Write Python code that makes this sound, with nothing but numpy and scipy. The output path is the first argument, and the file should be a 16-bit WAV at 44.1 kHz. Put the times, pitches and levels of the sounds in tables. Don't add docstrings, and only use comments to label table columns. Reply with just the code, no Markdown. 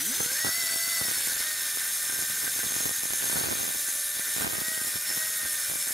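import sys
import numpy as np
from scipy import signal
from scipy.fft import rfft, irfft, next_fast_len
from scipy.io import wavfile
from scipy.ndimage import uniform_filter1d, map_coordinates

SR = 44100
rng = np.random.default_rng(int(sys.argv[2]) if len(sys.argv) > 2 else 0)


def level_to_linear(level):
    exponent = np.asarray(level, float) / 20
    return 10 ** exponent


def wrap_up_sound(samples):
    columns = np.atleast_2d(samples).T
    tamed = np.clip(columns, -1, 1)
    steps = np.round(tamed * 32767).astype(np.int16)
    wavfile.write(sys.argv[1], SR, steps)


N = 261513


def unit(x):
    return x / np.sqrt(np.mean(np.abs(x) ** 2) + 1e-20)


def along(points, hz):
    f, v = np.transpose(points)
    return np.interp(np.log(hz + 1), np.log(f + 1), v)


def curves(rows):
    s, *cols = np.transpose(rows)
    return [np.interp(np.arange(N) / SR, s, c) for c in cols]


def swell(rows):
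    t = np.arange(N) / SR
    return sum(db * np.exp(-((t - s) / w) ** 2) for s, w, db in rows)


def wobble(rate):
    return map_coordinates(rng.standard_normal(400), [np.arange(N) * min(rate, 60) / SR])


def filtered(x, response):
    m = next_fast_len(N + SR // 2)
    return irfft(rfft(x, m) * response(np.fft.rfftfreq(m, 1 / SR)), m)[..., :N]


def rush(gain, patchy_db):
    z = signal.stft(rng.standard_normal(N), nperseg=256)[2]
    field = uniform_filter1d(rng.standard_normal(z.shape), size=8, axis=0)
    field = uniform_filter1d(field, size=8, axis=1)
    patchy = signal.istft(z * level_to_linear(patchy_db * unit(field)), nperseg=256)[1][:N]
    return unit(filtered(patchy, gain))


def mode(hz, width_hz, shift):
    pole = np.exp(-np.pi * width_hz / SR)
    drive = signal.lfilter([1], [1, -pole], rng.standard_normal((2, N)))
    turn = 2 * np.pi * (hz * np.arange(N) / SR + shift)
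    return unit(drive[0] * np.cos(turn) + drive[1] * np.sin(turn))


def scattered(column, db):
    # (start time [s], length [s], pop rate [1/s], push rate [1/s])
    gusts = [(.2, .07, 85, 0), (.44, .05, 190, 60), (.7, .07, 50, 0), (1.005, .125, 70, 0),
             (1.26, .05, 50, 0), (2.09, .17, 50, 0), (2.43, .05, 120, 0), (2.54, .16, 50, 0),
             (2.7, .22, 80, 0), (3.03, .14, 50, 0), (3.21, .12, 100, 0), (3.32, .22, 190, 50),
             (3.55, .16, 95, 0), (4.36, .05, 120, 0), (4.4, .075, 220, 80), (4.475, .15, 90, 0),
             (4.87, .03, 70, 0), (5.09, .035, 100, 0), (5.69, .07, 70, 0)]
    uneven = .8
    scatter_db = 2.5
    runs = []
    for gust in gusts:
        start, length = gust[0], gust[1]
        early_late, strength = rng.random(60), rng.standard_normal(60)
        n = round(length * gust[column])
        place = (np.arange(n) + .5 + uneven * (early_late[:n] - .5)) / max(n, 1)
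        runs.append(np.transpose([start + length * place, db + scatter_db * strength[:n]]))
    return np.vstack(runs)


def pops(events, lobes, trim_db, lean_db):
    s, db = np.transpose(events)
    stretch, late, lean = rng.standard_normal((len(s), 3)).T[:, :, None]
    sample = np.arange(700) - 100
    u = (sample / SR * 1000 - .25 * late) * np.exp(.2 * stretch)
    shape = 0
    for at, width, left, right in lobes:
        push = np.exp(-.5 * ((u - at) / width) ** 2)
        shape = shape + push * np.array([left, right])[:, None, None]
    shape = shape * level_to_linear(db[:, None] + trim_db + lean_db * np.array([lean, -lean]))
    where = np.round(s * SR).astype(int)[:, None] + sample
    return np.array([np.bincount(where.ravel(), side.ravel(), N + SR)[:N] for side in shape])


def buffeting(stir):
    # (frequency [Hz], density [dB per Hz])
    rumble = [(20, 3), (50, 7), (85, 4), (130, 4), (250, 2), (400, -44), (900, -14)]
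    spectrum = lambda hz: level_to_linear(along(rumble, hz))
    mid = rush(spectrum, patchy_db=6.0)
    side = 2.1 * rush(spectrum, patchy_db=1.5)
    level = level_to_linear(-66 + 2.5 * wobble(3)) + level_to_linear(-9) * stir
    return level * np.array([mid + side, mid - side]) * level_to_linear([[-.7], [.7]])


def wind():
    # (delay [ms], width [ms], left [ratio], right [ratio])
    sharp_lobes = [(-.36, .04, .2, -.2), (-.22, .04, -.65, .7), (0, .075, 1.4, -1.3), (.45, .2, -.3, .92),
                   (1.8, .65, .14, -.26), (5, 2, -.05, .06)]
    # (delay [ms], width [ms], left [ratio], right [ratio])
    soft_lobes = [(-.44, .09, .9, -.5), (0, .18, -.55, 1.4), (1.4, .7, .15, -.35)]
    # (delay [ms], width [ms], left [ratio], right [ratio])
    thud_lobes = [(-.35, .07, -.55, -.35), (0, .13, 1.0, 1.1), (.3, .4, .4, .55), (2.4, 1.2, -.28, -.4),
                  (8, 2.6, .085, .14)]
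    # (time [s], peak level [dB])
    heavy = [(.205, -26), (.261, -35), (.455, -32), (.491, -30), (1.014, -26), (1.052, -35), (1.084, -30),
             (1.323, -36), (1.406, -36), (2.19, -34), (2.301, -35), (2.441, -36), (2.642, -34),
             (2.765, -30), (2.857, -30), (2.911, -33), (3.359, -28), (3.408, -31), (3.44, -28), (3.49, -31),
             (3.534, -32), (3.603, -33), (4.364, -33), (4.445, -27), (4.471, -27), (4.532, -31),
             (4.586, -32), (4.618, -32), (4.816, -33), (5.175, -33)]
    nudges = [2.095, 2.238, 2.47, 2.665, 2.785, 2.834, 3.14, 3.283, 3.576, 3.637, 3.757, 4.195, 4.511, 4.6,
              4.684, 4.777, 4.87, 4.958, 5.11, 5.457, 5.72]
    # (time [s], peak level [dB])
    lone = [(.317, -25), (.581, -29), (.639, -24), (.879, -23), (1.179, -22), (1.206, -24), (1.366, -25),
            (1.772, -22), (3.747, -25), (3.757, -28), (3.886, -29), (3.956, -27), (4.168, -25),
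            (4.195, -23), (4.283, -30), (4.684, -22), (4.718, -25), (4.777, -23), (4.848, -26),
            (4.958, -25), (4.967, -26), (5.168, -25), (5.181, -24), (5.433, -26), (5.457, -26),
            (5.869, -28), (5.877, -27), (5.907, -26)]
    nudge_db, push_db, sharp_db, soft_db = -39.5, -31.5, -24, -29.5
    blunt_share = .33

    light = [(s, nudge_db) for s in nudges]
    pushes = np.vstack([heavy, light, scattered(column=3, db=push_db)])
    flurry = scattered(column=2, db=sharp_db)
    blunt = rng.random(len(flurry)) < blunt_share
    sharp = np.vstack([lone, flurry[~blunt]])
    soft = flurry[blunt] + [0, soft_db - sharp_db]
    s, db = np.repeat(np.transpose(pushes), 3, axis=1)
    near, size = rng.standard_normal((len(s), 2)).T
    eddies = np.transpose([s + .0045 * near, db + 2 * size])

    snaps = pops(sharp, sharp_lobes, trim_db=0, lean_db=1)
    snaps = snaps + pops(soft, soft_lobes, trim_db=-.5, lean_db=1.5)
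    snaps = snaps + pops(eddies, sharp_lobes, trim_db=0, lean_db=.7)
    thuds = pops(pushes, thud_lobes, trim_db=1.5, lean_db=1.5)
    power = np.mean(thuds ** 2 + 0.039 * snaps ** 2, axis=0)
    stir = np.sqrt(np.abs(uniform_filter1d(power, size=900)))
    return buffeting(stir) + snaps + thuds


def speed():
    # (time [s], vane rate [Hz])
    run_up = [(0, 121.8), (.06, 179.6), (.115, 256), (.17, 373.5), (.21, 434), (.32, 524), (.37, 592.1),
              (.44, 643), (.52, 655)]
    # (time [s], vane rate [Hz])
    loaded = [(.585, 691), (0.662, 657), (.92, 680), (1.041, 652), (1.2, 555), (1.47, 619.6), (1.72, 595),
              (2.26, 605), (2.609, 590), (2.91, 615.4), (3.14, 585.6), (3.55, 602.6), (3.8, 589.3),
              (4.3, 594), (4.74, 638), (4.97, 591), (5.22, 635), (5.72, 589.3)]
    inertia_s = .045
    rate = curves(np.vstack([run_up, loaded]))[0]
    return uniform_filter1d(rate, size=round(inertia_s * SR), mode="nearest")


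def motor():
    # (vane rate [Hz], 1st order [dB], 2nd order [dB], 3rd order [dB], 4th order [dB])
    order_law = [(149, -57, -49, -70, -75), (235, -38.5, -54, -71, -76), (307, -56, -58, -66, -62),
                 (527, -51, -67, -40, -65), (581.7, -59, -64, -46.5, -53.5),
                 (601.3, -61.5, -57.5, -47, -54), (635, -54, -55, -40, -66), (680, -53.5, -54, -37.5, -55)]
    # (time [s], half width [s], level [dB])
    hum_fades = [
        (.42, 0.05, 0),
        (1.12, 0.041, -14),
        (2.5, 1, -5.5),
    ]
    # (time [s], half width [s], loss [dB])
    chokes = [
        (.34, 0.015, 10),
        (.39, 0.042, -7),
        (1.25, 0.041, 6),
        (1.65, 0.2, -4.5),
        (3.6, 0.17, 3.5),
        (4.3, .1, -3.5),
        (4.5, 0.062, 7),
        (4.99, 0.035, 1),
        (5.55, 0.097, -4),
        (5.76, 0.1, 15),
    ]
    choke_gain = .35
    hz = speed()
    turn = 2 * np.pi * np.cumsum(hz * (1 + 0.0025 * wobble(30))) / SR
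    rate, *levels = np.transpose(order_law)
    first, second, third, fourth = [np.interp(hz, rate, db) for db in levels]
    choke = swell(chokes)
    orders = [first + swell(hum_fades), second, third - choke, fourth + choke_gain * choke]
    whine = 0
    for k, db in enumerate(orders, start=1):
        unsteady_db = 1.17 * wobble(22) + 0.6 * wobble(13)
        whine = whine + np.sqrt(2) * level_to_linear(db + unsteady_db) * np.sin(k * turn)
    return whine


def hiss(level_db):
    # (frequency [Hz], density [dB per Hz])
    jet = [(3500, -28), (5000, -9.5), (6500, -0.5), (8000, -1.5), (9500, 3.5), (10500, -0.5), (11800, 3),
           (12200, -2), (14000, -8.5), (15700, -10)]
    return level_to_linear(level_db - 1.0) * rush(lambda hz: level_to_linear(along(jet, hz)), patchy_db=1.6)


def grind(bite_db):
    # (frequency [Hz], density [dB per Hz])
    grind_noise = [(250, -11), (700, -13), (1200, -12), (2000, -0.5), (2500, -9.5), (3000, -6), (3600, 1),
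                   (5000, -3.5), (7000, -13), (11000, -7.5)]
    return level_to_linear(-39 + bite_db) * rush(lambda hz: level_to_linear(along(grind_noise, hz)), patchy_db=1.57)


def guard_drone(bite_db):
    # (frequency [Hz], width [Hz], level [dB])
    cavity_modes = [(1492, 63, -5.5), (1580, 20.6, 2), (1900, 550, -10.5), (2880, 35, -40)]
    # (time [s], half width [s], level [dB])
    drone_swells = [
        (.25, 0.22, 2.5),
        (1.35, 0.23, 1.5),
        (2.25, 0.11, -3),
        (3.05, 0.13, -1),
        (5.12, .08, 4),
    ]

    def cavity(f):
        total = 0
        for k, (centre, width, db) in enumerate(cavity_modes):
            band = 1j * f * width
            total = total + (-1) ** k * level_to_linear(db) * band / (centre * centre - f * f + band)
        return total

    follows = .5
    return level_to_linear(-44 + follows * bite_db + swell(drone_swells)) * rush(cavity, patchy_db=3.0)


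def guard_whistle():
    # (time [s], share [0-1])
    lock = [
        (0, 0),
        (2.05, 0),
        (2.1, 1),
        (2.37, 1),
        (2.39, 0),
    ]
    return level_to_linear(-43) * curves(lock)[0] * mode(1560, 14, shift=0)


def blade(load_db):
    ring_hz = [3560, 3770, 5990, 6600, 7190, 7620, 8260, 8460, 9120, 9460, 10200, 10800, 11360, 11520,
               11780, 12320, 12550, 13000, 13560, 14400, 14930, 15400]
    # (width [Hz], level [dB])
    ring_modes = [(60, -54), (60, -52), (50, -53), (40, -66.5), (55, -43.5), (40, -48), (40, -47),
                  (35, -74.5), (60, -42.5), (60, -52), (150, -42.5), (90, -42), (40, -48), (50, -51),
                  (50, -50.5), (80, -53), (60, -59), (90, -67), (40, -45), (60, -56), (45, -52), (70, -71)]
    # (frequency [Hz], width [Hz])
    singers = [(4460, 35), (5345, 35), (6420, 40)]
    rest_db = [-55.5, -44.5, -43]
    # (time [s], half width [s], level [dB])
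    song_swells = [
        [(.0, 0.13, -12), (.7, 0.81, 14), (3.4, 0.22, 10), (4.68, .15, 7)],
        [(.0, 0.13, -17), (.75, 0.75, 5), (4.0, 0.7, -3), (5.12, 0.18, 5.5)],
        [(.2, .3, 7.5), (2.15, 0.036, 6), (2.78, 0.17, 7), (3.4, .3, 6.5), (4.85, 0.3, -7)],
    ]
    shift = np.cumsum(.9 * (speed() - 600)) / SR
    ring = 0
    for hz, (width, db) in zip(ring_hz, ring_modes):
        ring = ring + level_to_linear(db + 1.46 * wobble(4.084)) * mode(hz, width, shift)
    song = 0
    for (hz, width), rest, rows in zip(singers, rest_db, song_swells):
        song = song + level_to_linear(rest + swell(rows) + 0.4 * wobble(9)) * mode(hz, width, shift)
    return level_to_linear(load_db) * ring + song


def saw():
    # (time [s], air jet [dB], bite [dB])
    cut_course = [(0, -32, 3.5), (.33, -32, 3), (.8, -32, 2.5), (1.3, -31, 4), (1.52, -33, 2.5),
                  (1.91, -32, 1.5), (2.8, -32, 2.5), (2.97, -33, 0.5), (3.35, -30.5, 3), (3.48, -34.5, 3),
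                  (3.88, -31.5, -1), (4.2, -33.5, 0), (4.41, -31, 3), (4.49, -36, -0.5), (4.66, -32.5, 1),
                  (5.02, -33.5, -0.5), (5.15, -32.5, 1.5), (5.93, -32.5, 0)]
    jet_db, bite_db = curves(cut_course)
    chatter_db = 0.06 * wobble(17) + .5 * wobble(45)
    shaft = 1 + 0.11 * np.sin(2 * np.pi * np.cumsum(speed() / 7) / SR)
    cutting = hiss(jet_db) + grind(bite_db) + blade(jet_db + 32)
    return level_to_linear(chatter_db) * shaft * cutting + guard_drone(bite_db) + guard_whistle()


def scene():
    # (frequency [Hz], side over mid [dB])
    spread = [(300, -5), (700, -6), (1400, -13), (2000, -20), (3000, -45), (9300, -45), (10200, -17),
              (12000, -11), (15000, -10)]
    width = lambda hz: level_to_linear(along(spread, hz))
    mid = saw() + motor()
    yard = rng.standard_normal(6000) * np.exp(-np.arange(6000) / 1800)
    echoes = signal.fftconvolve(mid, yard / np.linalg.norm(yard))[:N]
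    side = filtered(.95 * echoes, width)
    side = side + filtered(.25 * mid, lambda hz: width(hz) * np.sign(hz - 5000))
    return np.array([mid + side, mid - side]) + wind()


def roll_off(x):
    return signal.sosfilt(signal.butter(12, 15720, fs=SR, output="sos"), x)


def record(dry):
    top_hz, bass_hz, limit = 15750, 45, .2
    mid, side = (dry[0] + dry[1]) / 2, (dry[0] - dry[1]) / 2
    side = filtered(side, lambda hz: (hz < 5600) | (hz > 9300))
    band = lambda hz: (hz < top_hz) * hz ** 2 / (hz ** 2 + bass_hz ** 2)
    pair = filtered(np.array([mid + side, mid - side]), band)
    pair = pair / (1 + np.abs(pair / limit) ** 6) ** (1 / 6)
    return roll_off(pair)


dry = scene()
out = record(dry)
wrap_up_sound(out)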